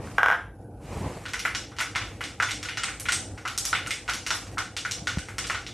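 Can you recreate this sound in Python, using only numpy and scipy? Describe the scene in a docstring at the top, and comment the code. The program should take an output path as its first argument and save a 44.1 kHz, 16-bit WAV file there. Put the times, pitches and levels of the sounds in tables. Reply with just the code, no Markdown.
"""Small seeds burst in hot oil in a round metal pan over a gas flame, in a hard-walled kitchen, one microphone.
Each burst is a dull knock and a bright spit that ring the pan's modes and are thrown round the room.
First a small bowl is set down: a few uneven landings, then rim taps that weaken and quicken to a steady rattle.
Puffs of air brush the microphone as lumpy low noise; two soft low thuds push the counter.
From about 0.9 s the oil fizzes faintly as hiss with tiny bubbles; the kitchen hums as wavering low noise."""
import sys
import numpy as np
from scipy import signal
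from scipy.fft import rfft, irfft, next_fast_len
from scipy.io import wavfile
from scipy.ndimage import uniform_filter1d, minimum_filter1d, map_coordinates

SR = 44100
rng = np.random.default_rng(int(sys.argv[2]) if len(sys.argv) > 2 else 0)


def field_ratio(decibels):
    """Amplitude ratio for a level in dB (20 dB per decade); scalars and array-likes work."""
    return 10 ** (np.asarray(decibels, dtype=float) / 20)


def unload_wav(signal):
    """Save mono or channel-first audio to the path in sys.argv[1] as 16-bit WAV at rate SR, clipped to [-1, 1]."""
    wavfile.write(
        sys.argv[1],
        SR,
        np.round(np.clip(np.atleast_2d(signal).T, -1, 1) * 32767).astype(np.int16),
    )


N = 252693


def unit(x):
    """Brought to rms 1."""
    return x / np.sqrt(np.mean(x ** 2) + 1e-20)


def along(points, hz):
    """Values of (Hz, value) points, interpolated on a log frequency axis."""
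    point_hz, value = np.transpose(points)
    return np.interp(np.log(hz + 1), np.log(point_hz + 1), value)


def wobble(rate):
    """A smooth random curve, rate knots a second."""
    knots = rng.standard_normal(int(N * rate / SR) + 4)
    return map_coordinates(knots, [np.arange(N) * rate / SR])


def filtered(x, response):
    """x times a complex response of frequency."""
    m = next_fast_len(len(x) + 8192)
    return irfft(rfft(x, m) * response(np.fft.rfftfreq(m, 1 / SR)), m)[:len(x)]


def causal(spectrum):
    """Minimum-phase response of (Hz, dB) points, so that nothing sounds before a blow."""
    def response(hz):
        cepstrum = irfft(np.log(field_ratio(along(spectrum, hz)) + 1e-6))
        half = len(cepstrum) // 2
        cepstrum[1:half] *= 2  # fold the second half onto the first
        cepstrum[half + 1:] = 0
        return np.exp(rfft(cepstrum))
    return response


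def modes(table, f):
    """Summed resonances of a struck object, with alternating signs."""
    total = 0
    for k, (pitch_hz, width_hz, level_db) in enumerate(table):
        damping = 1j * f * width_hz
        total = total + (-1) ** k * field_ratio(level_db) * damping / (pitch_hz ** 2 - f * f + damping)
    return total


def noise(spectrum):
    """Random noise of rms 1, coloured by (Hz, dB) points."""
    return unit(filtered(rng.standard_normal(N), lambda hz: field_ratio(along(spectrum, hz))))


def struck(events, gain_db):
    """One impulse for each (s, dB) row."""
    start_s, level_db = np.transpose(events)
    return np.bincount(np.round(start_s * SR).astype(int), field_ratio(level_db + gain_db), N)


# how long the kitchen's reverberation takes to fall 60 dB: pitch_hz [Hz], t60_s [s]
ROOM_DECAY = [(400, 0.37), (1400, 0.31), (3500, 0.37), (9000, 0.43), (14000, 0.12)]


def echoes(near_db, near_s, room_db):
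    """A click heard in the kitchen: direct, echoes off close walls until near_s, a tail dying band by band."""
    t = np.arange(SR // 2) / SR
    hz, frame_s, z = signal.stft(rng.standard_normal(len(t)), SR, nperseg=256)
    z = z * field_ratio(-60 * frame_s / along(ROOM_DECAY, hz)[:, None])
    tail = signal.istft(z, SR, nperseg=256)[1][:len(t)]
    tail *= 1 - np.exp(-t / 0.0044)  # the tail builds up
    near = rng.standard_normal(len(t)) ** 3  # sparse: a few strong copies
    near *= field_ratio(-250 * t) / (1 + (t / near_s) ** 8)  # the cluster ends at the farthest close wall
    sound = field_ratio(near_db) * near / np.linalg.norm(near) + field_ratio(room_db) * tail / np.linalg.norm(tail)
    sound[0] += 1
    return sound


# colour of the microphone's own hiss, relative: pitch_hz [Hz], level_db [dB per Hz]
MICROPHONE_HISS = [(800, -39), (1500, -56), (6000, -4), (8000, 7), (10000, 28), (13000, 10.5)]


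def self_noise():
    """The microphone's own faint, steady, mostly treble hiss."""
    return field_ratio(-71.5) * noise(MICROPHONE_HISS)


# colour of the kitchen's hum, relative: pitch_hz [Hz], level_db [dB per Hz]
HUM_COLOUR = [(25, -47), (40, -19), (52, 2), (75, -7), (102, 3.5), (135, -9.5), (200, -11), (250, -13),
              (300, -6.5), (400, -18), (480, -11), (600, -19.5), (800, -15.5), (1100, -40), (1500, -26.5),
              (3000, -100)]


def hum():
    """The kitchen's low hum: noise with peaks in its spectrum, wavering in level."""
    return field_ratio(-43.5 + 1.5 * wobble(7)) * noise(HUM_COLOUR)


# colour of the oil's fizz and of the puff's hiss, relative: pitch_hz [Hz], level_db [dB per Hz]
SIZZLE_COLOUR = [(710, -14), (1200, -0.5), (1450, -5), (2130, -4.5), (2760, -6), (3370, -12.5),
                 (4790, -11.5), (5570, -12.5), (8150, -11), (13200, -24)]
# a faint hiss before the oil is heard, level of its smooth part: start_s [s], level_db [dB]
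EARLY_HISS = [(0, -61), (.07, -50.5), (.18, -55.5), (.4, -90), (.6, -71.5), (.8, -74)]
FIZZ_FROM_S, FIZZ_DB = 0.92, -63.5  # heard once the microphone is at the pan; middle level of the smooth part
STIR_DB, STIR_S = -19, 0.047  # level relative to the spit's table level; time to calm down


def fizz():
    """A faint early hiss, then hot oil: hiss with tiny bubbles bursting in it, stirred up by every seed."""
    t = np.arange(N) / SR
    bursting = rng.random(N) < 300 / SR  # about 300 bubbles a second
    bubbles = bursting * rng.standard_normal(N) * field_ratio(1.6 * np.minimum(rng.exponential(size=N), 3))
    in_room = signal.fftconvolve(bubbles, echoes(near_db=4.0, near_s=0.013, room_db=-7.0))[:N]
    crackle = unit(filtered(in_room, causal(SIZZLE_COLOUR)))
    spits = struck([(start_s, spit_db) for start_s, _, _, spit_db, _ in SEEDS], gain_db=STIR_DB)
    # each spit starts an exponential decay
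    stirred = np.abs(filtered(spits, lambda f: SR * STIR_S / (1 + 2j * np.pi * f * STIR_S)))
    start_s, level_db = np.transpose(EARLY_HISS)
    early = field_ratio(np.interp(t, start_s, level_db))
    level = np.where(t < FIZZ_FROM_S, early, field_ratio(FIZZ_DB + 4 * wobble(8)))
    return level * (noise(SIZZLE_COLOUR) + field_ratio(2) * crackle) + stirred * crackle


# colour of air on the microphone, relative: pitch_hz [Hz], level_db [dB per Hz]
AIR_COLOUR = [(24, -47), (40, -8), (92, -0.5), (190, -4.5), (284, -10), (443, -11), (1010, -15.5),
              (1460, -34), (2140, -29), (5000, -72), (6500, -62), (11000, -120)]
GUST_AT_S, GUST_RISE_S, GUST_HOLD_S, GUST_FALL_S = .79, .15, 0.14, 0.21
GUST_DB, GUST_HISS_DB = -33, -46  # rms while it holds: low rumble, treble hiss
EARLY_GUST_DB, EARLY_GUST_FADE_S = -33.5, 0.12  # an earlier puff still dying away at the start


def gust():
    """Turbulent air on the port: lumpy low noise that swells, holds and dies, with a thin hiss on top."""
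    t = np.arange(N) / SR
    corners_s = GUST_AT_S + np.cumsum([0, GUST_RISE_S, GUST_HOLD_S, GUST_FALL_S])
    blowing = np.interp(t, corners_s, [0, 1, 1, 0])
    lumps = unit(field_ratio(2.9 * wobble(69.86) + 1.5 * wobble(24.9)) * noise(AIR_COLOUR))
    early = field_ratio(EARLY_GUST_DB) * np.exp(-t / EARLY_GUST_FADE_S)
    hiss = blowing * field_ratio(GUST_HISS_DB) * noise(SIZZLE_COLOUR)
    return (blowing * field_ratio(GUST_DB) + early) * lumps + hiss


# pushes on the counter, levels relative: start_s [s], level_db [dB]
COUNTER_THUDS = [(5.019, -28.5), (5.172, -14.5)]
# the counter's resonances, levels relative: pitch_hz [Hz], width_hz [Hz], level_db [dB]
COUNTER_MODES = [(70, 19.5, 4), (176, 45, 1), (915, 1200, -27)]


def thuds():
    """Soft low pushes set off the heavily damped modes of the counter."""
    return filtered(struck(COUNTER_THUDS, gain_db=40), lambda f: -modes(COUNTER_MODES, f))


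# the bowl touches, lands and hops, levels relative: start_s [s], level_db [dB]
BOWL_LANDINGS = [(.0735, -34.5), (.1812, -15), (.1837, -4.5), (.2317, -3.5), (.2607, -6)]
# colour of the bowl's blow, relative: pitch_hz [Hz], level_db [dB per Hz]
BOWL_BLOW = [(260, -47), (450, -14.5), (548, -16.5), (736, -9), (1600, -1), (2440, -18.5), (3230, -19.5),
             (4460, -39.5), (5510, -32.5), (7940, -43.5), (13000, -43)]
# the bowl's resonances, levels relative: pitch_hz [Hz], width_hz [Hz], level_db [dB]
BOWL_MODES = [(965, 25, -6), (1200, 48, -3), (1504, 64, 3.5), (1500, 8, -4), (1608, 11, 10), (1660, 21, -7),
              (2210, 58, -12), (3150, 61, 0), (5440, 210, -27)]
ROCK_S, ROCK_SHRINK, ROCK_MIN_S = .024, .71, .0057  # first swing, the next over it, the shortest
ROCK_DB, ROCK_LOSS_DB = -6.5, 2.13  # first tap of the rim on the landings' scale, loss a tap


def bowl():
    """Uneven landings, then weakening rim taps ring the bowl's modes; all from one spot, with the same echoes."""
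    k = np.arange(11)
    swings_s = np.maximum(ROCK_S * ROCK_SHRINK ** k, ROCK_MIN_S)
    taps_s = BOWL_LANDINGS[-1][0] + np.cumsum(swings_s)
    landings = BOWL_LANDINGS + list(zip(taps_s, ROCK_DB - ROCK_LOSS_DB * k))
    blow = causal(BOWL_BLOW)

    def response(f):
        # the ring follows the blow's colour by only half its dB
        ring = field_ratio(-5.5) * modes(BOWL_MODES, f) / field_ratio(along(BOWL_BLOW, f) / 2)
        return blow(f) * (1 + ring)

    knocks = filtered(struck(landings, gain_db=28.0), response)
    return signal.fftconvolve(knocks, echoes(near_db=-6, near_s=.014, room_db=-3))[:N]


# seeds bursting, a dull knock and a bright spit each, levels relative:
# start_s [s], knock_db [dB], knock_hz [Hz], spit_db [dB], spit_hz [Hz]
SEEDS = [(1.2545, -37, 1500, -35, 3080), (1.2828, -45, 1210, -38, 3900), (1.3349, -25.5, 1820, -30.5, 5240),
         (1.3936, -30, 2940, -33.5, 9200), (1.4517, -18, 1880, -32.5, 11800),
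         (1.5491, -30.0, 1830, -26, 4240), (1.7175, -42.5, 1460, -52, 3000),
         (1.7657, -44.5, 2060, -46, 4900), (1.7859, -29, 1200, -26.5, 3950),
         (1.8034, -22.5, 2090, -30.0, 9200), (1.8099, -26.0, 1360, -46, 5500),
         (1.951, -27.0, 2340, -42, 4200), (1.9581, -22, 1510, -26.5, 3860),
         (2.0138, -31.5, 1790, -34, 3460), (2.208, -26, 1970, -41.0, 9400),
         (2.2387, -39, 1200, -30.5, 4150), (2.4, -19.5, 1690, -34.5, 4500),
         (2.4237, -22.5, 1510, -26.5, 4500), (2.4871, -27.5, 2300, -37.0, 11500),
         (2.5092, -31, 4030, -27.5, 4230), (2.629, -35, 2050, -33, 5000), (2.65, -37, 1200, -34.0, 3750),
         (2.6873, -25.5, 2530, -42.5, 8700), (2.772, -27, 1780, -27.5, 4170),
         (2.8348, -27.5, 1700, -25.0, 3970), (2.8821, -28, 1990, -53, 12000),
         (2.9986, -41, 2560, -28.5, 12300), (3.0556, -28.5, 2140, -38, 4260),
         (3.086, -22.5, 1890, -25, 4200), (3.1217, -31, 1550, -21.0, 5200),
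         (3.3766, -38.5, 1770, -46, 4740), (3.4523, -23, 1330, -37.0, 4250),
         (3.477, -29.5, 2700, -33, 6400), (3.5774, -39.5, 1200, -22, 7000), (3.645, -40, 1890, -42, 5600),
         (3.6528, -42, 2540, -22.5, 7840), (3.6656, -51, 1200, -32, 5600), (3.7293, -21, 1200, -26, 3000),
         (3.7499, -21.5, 2600, -38.5, 12000), (3.8628, -30, 2380, -45, 12000),
         (3.8715, -34, 1200, -34.5, 6800), (3.9074, -23.5, 2490, -29.5, 6660),
         (4.0787, -31, 1950, -36.0, 4100), (4.0881, -21.5, 1210, -34.5, 3600),
         (4.0956, -26, 2620, -30.5, 6600), (4.1357, -36, 1200, -28.0, 5150),
         (4.2646, -27.5, 2130, -28, 5500), (4.3053, -21.5, 1400, -23.5, 4540),
         (4.3474, -46, 1190, -31.0, 10700), (4.5725, -26, 1200, -61, 12000),
         (4.5818, -24.0, 1620, -28.0, 4940), (4.7663, -34, 1930, -26.5, 4470),
         (4.7834, -34, 3420, -40, 4300), (4.85, -27.5, 2060, -36.5, 5900), (4.9117, -49, 1200, -26, 5040),
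         (5.0712, -26.5, 1710, -24.5, 4100), (5.1846, -35.5, 2160, -35.0, 4850),
         (5.2858, -33.0, 1800, -45, 7600), (5.3829, -30.5, 1800, -27.0, 5700),
         (5.4423, -38.5, 1200, -32.0, 3400), (5.469, -57, 1200, -33, 5300),
         (5.4987, -20.0, 1840, -31.5, 4900), (5.546, -28, 1540, -30.5, 3160),
         (5.6653, -35, 4070, -35, 3530)]
# centres of the bands in which a burst's colour is worked out: pitch_hz [Hz]
COLOUR_HZ = [1360, 2250, 3560, 7020, 10900]
# fall below (two rows) and above (last row) those bands, from the nearest one: pitch_hz [Hz], level_db [dB]
COLOUR_ENDS = [(500, -17), (950, -5.5), (14000, -12)]
# the pan's resonances, middle levels, relative: pitch_hz [Hz], width_hz [Hz], level_db [dB]
PAN_MODES = [(1330, 114, -5.5), (1467, 95, 9), (2068, 176, -1.5), (2030, 150, -11), (2898, 26, 1.5),
             (3510, 29, 7), (5640, 600, -3.5), (8360, 680, 6)]
# echoes off the pan's far side and the wall behind, relative to the direct click: start_s [s], level_db [dB]
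CLOSE_ECHOES = [(.0023, -8.5), (.0083, -3)]
KNOCK_FALL_DB, SPIT_FALL_DB = 16, 7  # loss one octave from the centre; grows with the square of the distance


def burst_colour(power):
    """Causal response, peak level and power-weighted centre of a burst, from its power in each band."""
    per_hz = 10 * np.log10(power) - 10 * np.log10(COLOUR_HZ)  # wider bands hold less per Hz
    top_db = per_hz.max()
    per_hz = per_hz - top_db
    low = [(hz, per_hz[0] + fall_db) for hz, fall_db in COLOUR_ENDS[:2]]
    high = [(hz, per_hz[-1] + fall_db) for hz, fall_db in COLOUR_ENDS[2:]]
    colour = causal(low + list(zip(COLOUR_HZ, per_hz)) + high)
    return colour, top_db, np.average(COLOUR_HZ, weights=power)


def pops():
    """Each seed is a click of its own colour that rings the pan and is thrown round the room."""
    out = np.zeros(N + SR)
    spots = rng.standard_normal((len(SEEDS), len(PAN_MODES)))
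    for (start_s, knock_db, knock_hz, spit_db, spit_hz), spot in zip(SEEDS, spots):
        # where it bursts decides which modes sound
        rung = [(hz, width_hz, level_db + 2.5 * d) for (hz, width_hz, level_db), d in zip(PAN_MODES, spot)]
        knock = field_ratio(knock_db - KNOCK_FALL_DB * np.log2(np.divide(COLOUR_HZ, knock_hz)) ** 2)
        spit = field_ratio(spit_db - SPIT_FALL_DB * np.log2(np.divide(COLOUR_HZ, spit_hz)) ** 2)
        colour, top_db, centre_hz = burst_colour(knock ** 2 + spit ** 2)
        heard = echoes(near_db=1.5, near_s=.011, room_db=5.5)
        heard[0] = 0  # the direct click comes from the blunted clicks instead
        clicks = struck([(0.00019, 0)] + CLOSE_ECHOES, gain_db=0)[:len(heard)]
        # deep bursts are blunt, only bright ones snap
        heard += filtered(clicks, lambda f: field_ratio(3.5) / (1 + 1j * f / (1.6 * centre_hz)) ** 2)
        pop = filtered(heard, lambda f: colour(f) * (field_ratio(-2.0) + modes(rung, f)))
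        out[round(start_s * SR):][:len(pop)] += field_ratio(top_db + 62.5) * pop
    return out[:N]


def scene():
    """Everything reaches the one microphone, which adds its own hiss; both channels carry the same."""
    mono = self_noise() + hum() + fizz() + gust() + thuds() + bowl() + pops()
    return np.array([mono, mono])


# level at which the suppressor halves the amplitude: pitch_hz [Hz], level_db [dB per bin]
SUPPRESSOR_THRESHOLD = [(700, -130), (1200, -75.5), (4000, -99), (13000, -108)]


def suppressed(x):
    """Noise suppressor: each band is turned down, by 14 dB at most, as its level sinks to the threshold."""
    hz, _, z = signal.stft(x, SR, nperseg=512)
    power = uniform_filter1d(np.abs(z) ** 2, size=3, axis=1)
    power = np.abs(uniform_filter1d(power, size=5, axis=2))
    threshold = field_ratio(along(SUPPRESSOR_THRESHOLD, hz))[:, None]
    gain = np.maximum(power / (power + threshold ** 2), field_ratio(-14))
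    return signal.istft(z * gain, SR, nperseg=512)[1][:, :N]


WIDE_FROM_HZ = 4100


def widened(pair):
    """In random patches of treble without a sharp click, left and right become unrelated noise of like power."""
    hz, at_s, z = signal.stft(pair, SR, nperseg=1024)
    treble = (hz > WIDE_FROM_HZ)[:, None]
    power = np.abs(uniform_filter1d(np.abs(z[0]) ** 2, size=16, axis=0))
    # a click is treble power well above that just before it
    fine = uniform_filter1d(filtered(pair[0], lambda f: f > WIDE_FROM_HZ) ** 2, size=40)
    before = uniform_filter1d(fine, size=300, origin=149)
    calm = minimum_filter1d(fine < 6 * before, size=1024)
    steady = calm[np.minimum(at_s * SR, N - 1).astype(int)]
    # the patches: spells shared by all bands, varied from band to band
    spells = uniform_filter1d(rng.standard_normal(len(at_s)), size=5)
    bands = uniform_filter1d(rng.standard_normal((33, len(at_s))), size=4)
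    bands = np.repeat(bands, 16, axis=0)[:len(hz)]
    wide = treble & steady & (unit(spells) + .6 * unit(bands) > .05)
    fresh = signal.stft(rng.standard_normal(pair.shape), SR, nperseg=1024)[2]
    fresh *= field_ratio(-0.2) * np.sqrt(power / np.mean(np.abs(fresh) ** 2))
    return signal.istft(np.where(wide, fresh, z), SR, nperseg=1024)[1][:, :N]


def band_limit(x):
    """A steep low-pass at the top of the band."""
    return signal.sosfilt(signal.butter(12, 14400, fs=SR, output="sos"), x)


def record(dry):
    """Noise suppressor, wide treble, then little left above the band limit of 13300 Hz."""
    wide = widened(suppressed(dry))
    limited = np.array([filtered(x, lambda hz: np.where(hz < 13300, 1, field_ratio(-39))) for x in wide])
    return band_limit(limited)


dry = scene()
out = record(dry)
unload_wav(out)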